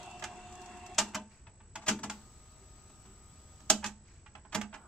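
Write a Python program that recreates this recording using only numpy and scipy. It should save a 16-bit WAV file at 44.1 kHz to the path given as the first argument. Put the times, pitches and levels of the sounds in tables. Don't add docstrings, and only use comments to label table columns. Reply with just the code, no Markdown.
import sys
import numpy as np
from scipy import signal
from scipy.fft import rfft, irfft
from scipy.io import wavfile
from scipy.ndimage import uniform_filter1d

SR = 44100
rng = np.random.default_rng(int(sys.argv[2]) if len(sys.argv) > 2 else 0)


def pcm_store(signal):
    levels = np.round(np.clip(np.atleast_2d(signal), -1, 1) * 32767)
    wavfile.write(sys.argv[1], SR, levels.astype(np.int16).T)


N = 214922
T = np.arange(N) / SR

# (frequency [Hz], correlation [-1..1])
STEREO_LIKENESS = [(60, 0.98), (290, 0.82), (640, 0.79), (1400, 0.82), (3100, 0.37), (6800, 0),
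                   (15000, 0.11)]
# (frequency [Hz], density [dB per Hz])
ROOM_SPECTRUM = [(12, -31.5), (20, -9.5), (74, 4), (144, -9), (191, -11), (274, -18), (362, -16),
                 (505, -23), (686, -22.5), (1450, -28), (2400, -33), (3450, -36.5), (7730, -31),
                 (8400, -43.5), (15500, -108.5)]
ROOM_RMS_DB = -57.5

# (time [s], left carrier rms [dB], upper sideband rms [dB])
WHINE_LEVELS = [(0, -78, -68), (.4, -66, -71), (.8, -67, -71), (1.3, -80, -72), (2.2, -64, -80),
                (2.8, -62, -82), (3.5, -63, -82), (4.2, -77, -88), (4.87, -71, -69)]
# (time [s], frequency [Hz])
WHINE_PITCH = [(0, 7793.7), (1.8, 7795.5), (4.87, 7792.4)]
# (multiple of mains [-], left rms [dB], right rms [dB])
WHINE_SIDEBANDS = [(-3, -87, -88), (-2, -83, -81), (-1, -70, -73), (2, -86, -80), (3, -88, -87)]
WHINE_RIGHT_RMS_DB, MAINS_HZ = -69, 50

# (frequency [Hz], density [dB per Hz])
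RUN_SPECTRUM = [(250, -1), (385, -7.5), (534, -13), (620, -13), (1200, -8), (1640, -13.5), (3830, -14),
                (7400, -11), (7900, -5), (8470, -21.5), (12000, -31.5), (15100, -23)]
# (frequency [Hz], rms [dB])
RUN_TONES = [(392, -80), (620, -80), (763, -79), (900, -82), (1238, -73), (1335, -84)]
# (time [s], peak [dB])
BUMPS = [(2.61, -57.5), (3.065, -57.5)]
# (frequency [Hz], density [dB per Hz])
RESTART_SPECTRUM = [(250, -20), (600, -6), (1500, -6), (1900, -26), (8000, -40)]
RUN_START_S, RUN_STOP_S = 2.11, 3.7
RUN_RMS_DB, RUN_SURGE_DB, RUN_SETTLE_S = -63.5, 12.5, 0.07
BUMP_HZ, BUMP_RISE_S = 385, 0.013
RESTART_S, RESTART_RMS_DB = 4.75, -62

# (frequency [Hz], density [dB per Hz])
WIND_SPECTRUM = [(150, -16), (366, -7.5), (530, -22), (640, -9), (900, -9.5), (1340, -16), (2350, -20),
                 (5540, -26.5), (7800, -22), (8490, -33), (15500, -59)]
# (frequency [Hz], width [Hz], density at peak [dB per Hz])
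WIND_RESONANCES = [(199, 30, -5), (210.4, 12, 3.5), (915, 64, -14), (1080, 43, -19), (2708, 89, -8),
                   (3420, 110, -18)]
# (frequency [Hz], rms against whirr [dB])
WIND_TONES = [(1250, -22), (2678, -19), (2723, -18)]
# (time [s], peak [dB])
REEL_TICKS = [(.031, -40.5), (.06, -44), (.112, -44), (.196, -41), (.401, -52), (.525, -45), (.554, -42),
              (.617, -42), (.644, -50), (.66, -41.5), (.772, -44), (.864, -40), (.946, -40), (1.0867, -43)]
WIND_STOP_S, WIND_RMS_DB = 1.097, -53.5
WIND_SURGE_DB, WIND_SETTLE_S, WIND_COAST_DB_PER_S = 4, 0.22, 120.5
MESH_HZ, MESH_WANDER_HZ, MESH_DB, MESH_STOP_S = 723, 3.13, -54, 0.96
REEL_TURNS_PER_S, MESH_FLUTTER_DB = 13, 3.1
RATTLE_PER_S, RATTLE_DB = 150, -58
TICK_TILT = 1.3

# (start [s], length [s], rms at crest [dB])
HAND_SLIDES = [(1.295, 0.17, -67), (4.054, .2, -66.5)]
# (frequency [Hz], density [dB per Hz])
SLIDE_SPECTRUM = [(300, -28), (950, -6), (2410, -2), (3430, -10), (7400, -5.5), (9620, -30)]

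# (time [s], knock [dB], clack [dB], snap [dB], case thump [dB], clatter [s])
BLOWS = [(.223, -43, -43, -53, -63, 0.0033), (0.238, -42.5, -38, -37.5, -48, 0.0036),
         (0.9806, -27, -28.5, -20.5, -36, 0.0063), (1.134, -52, -54, -69, -70, 0.0047),
         (1.145, -38, -37, -35, -37, 0.0056), (1.466, -58, -56, -77, -71, .0044),
         (1.602, -60, -64, -85, -65, 0.0052), (1.754, -40.5, -43, -47.5, -53, 0.0041),
         (1.812, -52, -61, -64.5, -55, 0.014), (1.861, -41.5, -42.5, -47, -66, 0.011),
         (1.878, -32.5, -29.5, -29.5, -28.5, 0.0084), (1.988, -51, -55, -59.5, -43, 0.0041),
         (2.031, -39, -44.5, -45.5, -37.5, 0.0069), (2.097, -40.5, -39.5, -39, -51, 0.0029),
         (2.897, -62, -69, -67, -62.5, .0043), (3.049, -64.5, -68, -72, -56, 0.0069),
         (3.603, -62, -67, -58.5, -59, .0024), (3.6991, -25.5, -28.5, -18.5, -31.5, 0.0029),
         (3.822, -43, -49.5, -71, -70, 0.016), (3.841, -41.5, -34, -38.5, -40, 0.0034),
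         (3.859, -44.5, -56.5, -39.5, -80, 0.0044), (4.26, -59, -54.5, -75, -74, 0.0043),
         (4.351, -51.5, -52.5, -66, -62, 0.0026), (4.447, -53.5, -64, -79, -65, 0.0054),
         (4.521, -45, -46.5, -55, -62, 0.0088), (4.544, -33.5, -33, -33.5, -32.5, 0.0069),
         (4.612, -41, -39.5, -46, -53, 0.0038), (4.726, -48.5, -53, -77, -73, 0.0044),
         (4.738, -46, -47.5, -60.5, -63, 0.0059)]
BAND_CENTRES_HZ = (800, 2400, 7000)
# (frequency [Hz], density [dB per Hz])
CASE_SPECTRUM = [(180, -7.5), (300, -1.5), (535, -15), (620, 4.5), (685, 2), (835, 5), (1460, -0.5),
                 (1640, -0.5), (1810, -4), (2740, -5.5), (4070, -15), (7500, -10.5), (9760, -34.5),
                 (14500, -44.5), (15500, -52)]
# (frequency [Hz], relative level [dB], t60 [s])
PANEL_MODES = [(626.4, -1.5, 0.11), (845, 7, 0.15), (892, -12, 0.47), (1170, -11.5, 0.074), (1270, -12, .1),
               (1694, 2, 0.025), (2590, -11.5, .12), (3312, 3.5, 0.012)]
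# (frequency [Hz], relative level [dB], t60 [s])
HOLLOW_MODES = [(207.6, -2, 0.35), (226.6, -8.5, 0.33), (286.8, -5, 0.17)]
# (frequency [Hz], density [dB per Hz])
THUD_SPECTRUM = [(50, -14), (110, -4), (280, -9.5), (450, -5.5), (700, -52), (2000, -91.5)]
# (frequency [Hz], t60 [s])
REFLECTION_T60 = [(300, 0.28), (1000, 0.12), (3000, 0.13), (7500, 0.086), (12000, 0.12)]
# (time [s], left minus right [dB])
KEYS_PAN = [(0, -3), (1.5, 0.6), (2.1, 0.6), (3.7, -3.5), (4.3, -6.5), (4.87, -5.5)]
BLOW_LEAD_S = 0.01
EDGE_HZ = 15600


def gain_of(db):
    return 10 ** (np.asarray(db) / 20)


def evened(x):
    return x / np.sqrt(np.mean(x ** 2) + 1e-20)


def read(points, hz):
    f, value = np.transpose(points)
    return np.interp(np.log(hz + 1), np.log(f + 1), value)


def curve(rows, column=1):
    rows = np.array(rows)
    return np.interp(T, rows[:, 0], rows[:, column])


def add(mix, time_s, sound):
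    part = mix[:, round(time_s * SR):][:, :sound.shape[1]]
    part += sound[:, :part.shape[1]]


def sine(hz):
    return np.sqrt(2) * np.sin(2 * np.pi * hz * T)


def hiss(gain, patchy_db, length=N, size=1024):
    hop = size // 4
    frames, hz = length // hop + 5, np.fft.rfftfreq(size, 1 / SR)
    a, b, c, d, patches = rng.standard_normal((frames, len(hz), 5)).T
    patches = uniform_filter1d(patches, size=10, axis=0)
    patches = evened(uniform_filter1d(patches, size=10, axis=1))
    same = np.clip(read(STEREO_LIKENESS, hz), -1, 1)[:, None]
    left = a + 1j * b
    right = same * left + np.sqrt(1 - same ** 2) * (c + 1j * d)
    spectra = np.array([left, right])
    spectra *= gain(hz[:, None], np.arange(frames) * hop / SR) * gain_of(patchy_db * patches)
    return signal.istft(spectra, nperseg=size, noverlap=size - hop)[1][:, :length]


def noise(spectrum, patchy_db, size=1024):
    return evened(hiss(lambda hz, t: gain_of(read(spectrum, hz)), patchy_db, size=size))


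def rings(modes, t):
    return sum(gain_of(db - 60 * t / t60) * np.sin(2 * np.pi * hz * t + 2 * np.pi * rng.random())
               for hz, db, t60 in modes)


def room():
    return gain_of(ROOM_RMS_DB) * noise(ROOM_SPECTRUM, 1.37, size=2048)


def whine():
    turn = 2 * np.pi * np.cumsum(curve(WHINE_PITCH)) / SR
    mains = 2 * np.pi * MAINS_HZ * T
    lead = np.array([[1.0], [0]])
    carrier_db = [curve(WHINE_LEVELS), np.full(N, WHINE_RIGHT_RMS_DB)]
    out = gain_of(carrier_db) * np.sin(turn + lead)
    out += gain_of(curve(WHINE_LEVELS, column=2)) * np.sin(turn + mains + 2 * lead + 1)
    for k, *db in WHINE_SIDEBANDS:
        phase = lead + (k * k - 1) / 3
        out += gain_of(db)[:, None] * np.sin(turn + k * mains + phase)
    return np.sqrt(2) * out


def bumps():
    out = np.zeros(N)
    for time_s, db in BUMPS:
        u = np.maximum(T - time_s, 0) / BUMP_RISE_S
        out += gain_of(db) * u * np.exp(1 - u) * np.sin(2 * np.pi * BUMP_HZ * T)
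    return out


def restart():
    rise = np.clip((T - RESTART_S) / 0.023, 0, 1)
    return gain_of(RESTART_RMS_DB) * rise * noise(RESTART_SPECTRUM, 2.5)


def running():
    surge_db = RUN_SURGE_DB * np.exp(-abs(T - RUN_START_S) / RUN_SETTLE_S)
    tape = noise(RUN_SPECTRUM, 1.3) * gain_of(RUN_RMS_DB + surge_db)
    tones = sum(gain_of(db) * sine(hz) for hz, db in RUN_TONES)
    on = np.clip(np.minimum(T - RUN_START_S, RUN_STOP_S - T) / 0.003, 0, 1)
    return on * (tape + tones)


def tick():
    def burst(hz, t):
        return gain_of(read(CASE_SPECTRUM, hz) - 60 * t / 0.043) * (hz / SR) ** TICK_TILT
    sound = hiss(burst, 1.3, length=4096, size=128)
    return sound / abs(sound).max()


def whirring():
    def whirr(hz, t):
        peaks = sum(gain_of(db) / (1 + (2 * (hz - f) / width) ** 2) for f, width, db in WIND_RESONANCES)
        return gain_of(read(WIND_SPECTRUM, hz)) + peaks
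    tones = sum(gain_of(db) * sine(hz) for hz, db in WIND_TONES)
    surge_db = WIND_SURGE_DB * np.exp(-T / WIND_SETTLE_S)
    coast_db = WIND_COAST_DB_PER_S * np.maximum(T - WIND_STOP_S, 0)
    return (evened(hiss(whirr, 3.4, size=2048)) + tones) * gain_of(WIND_RMS_DB + surge_db - coast_db)


def gear_mesh():
    wander = uniform_filter1d(rng.standard_normal(N), size=900)
    wander = evened(uniform_filter1d(wander, size=900))
    turn = 2 * np.pi * np.cumsum(MESH_HZ + MESH_WANDER_HZ * wander) / SR
    throb = 1 + 0.59 * np.sin(2 * np.pi * 27.0 * T) + 0.27 * np.sin(2 * np.pi * 8.2 * T)
    half = gain_of(-7.5 + 2.5 * wander) * throb * np.sin(turn / 2)
    mesh = np.sin(turn) + half + gain_of(-14) * np.sin(1.5 * turn)
    flutter_db = MESH_FLUTTER_DB * np.cos(2 * np.pi * REEL_TURNS_PER_S * T)
    return np.sqrt(2) * gain_of(MESH_DB + flutter_db) * mesh


def rattle(meshing):
    loose = (rng.random(N) < RATTLE_PER_S / SR) * rng.standard_normal(N) * meshing
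    return gain_of(RATTLE_DB) * signal.oaconvolve(loose[None], tick(), axes=1)[:, :N]


def winding():
    meshing = np.clip((MESH_STOP_S - T) / 0.012, 0, 1)
    out = whirring() + gear_mesh() * meshing
    for time_s, db in REEL_TICKS:
        add(out, time_s, gain_of(db) * tick())
    return out + rattle(meshing)


def hand():
    swells = sum(gain_of(db) * np.sin(np.pi * np.clip((T - start_s) / length_s, 0, 1) ** 0.54)
                 for start_s, length_s, db in HAND_SLIDES)
    return noise(SLIDE_SPECTRUM, 2.4, size=256) * swells


def impacts(t, hz, clatter_s):
    u = 2 * np.maximum(t - BLOW_LEAD_S, 0) / np.clip(clatter_s, 0.0005, 0.03)
    grains = rng.standard_normal(len(t)) * gain_of(2.0 * rng.standard_normal(len(t)))
    drive = rfft(grains * u ** 2 * np.exp(-u))

    def decay(f, s):
        return gain_of(-60 * s / read(REFLECTION_T60, f)) + gain_of(-20 - 60 * s / 0.35)
    tail = hiss(decay, 0.4, length=len(t), size=128)
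    tail /= np.linalg.norm(tail[0])
    lag = np.exp(2j * np.pi * hz * 0.00004 * rng.standard_normal((2, 1)))
    crack = drive * (rfft(tail) + lag)
    power = (abs(crack) ** 2).mean(0)
    crack /= np.sqrt(uniform_filter1d(power, size=150))
    crack *= gain_of(read(CASE_SPECTRUM, hz))
    ringing = drive * rfft(rings(PANEL_MODES, t))
    return crack / np.linalg.norm(crack[0]) + gain_of(-5) * ringing / np.linalg.norm(ringing)


def case_thump(t, hz, clatter_s):
    late = np.maximum(t - BLOW_LEAD_S, 0) / (0.0071 + 1.03 * clatter_s)
    thud = irfft(rfft(rng.standard_normal(len(t))) * gain_of(read(THUD_SPECTRUM, hz)))
    thud *= late * np.exp(-late / 1.62)
    hollow = rings(HOLLOW_MODES, t) * (1 - np.exp(-late)) ** 2
    return hollow / abs(hollow).max() + gain_of(-4.0) * thud / abs(thud).max()


def blow(knock_db, clack_db, snap_db, thump_db, pan_db, clatter_s, length=16384):
    t, hz = np.arange(length) / SR, np.fft.rfftfreq(length, 1 / SR)
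    heard = impacts(t, hz, clatter_s)
    sound = gain_of(thump_db) * case_thump(t, hz, clatter_s)
    for k, db in enumerate((knock_db, clack_db, snap_db)):
        band = np.interp(np.log(hz + 1), np.log(BAND_CENTRES_HZ), np.eye(3)[k])
        part = irfft(heard * band)
        peak_power = uniform_filter1d(part.mean(0) ** 2, size=88).max()
        sound = sound + gain_of(db) * part / np.sqrt(peak_power)
    return sound * signal.windows.tukey(length, 0.04) * gain_of([[pan_db / 2], [-pan_db / 2]])


def keys():
    out, pan_db = np.zeros((2, N)), curve(KEYS_PAN)
    for time_s, knock_db, clack_db, snap_db, thump_db, clatter_s in BLOWS:
        pan = pan_db[round(time_s * SR)]
        add(out, time_s - BLOW_LEAD_S, blow(knock_db, clack_db, snap_db, thump_db, pan, clatter_s))
    return out


def scene():
    motor = running() + bumps() + restart() + winding()
    return room() + whine() + motor + hand() + keys()


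def record(dry):
    lowpass = signal.firwin(511, EDGE_HZ, window=("kaiser", 9), fs=SR)
    return signal.oaconvolve(dry, lowpass[None], "same")


dry = scene()
out = record(dry)
pcm_store(out)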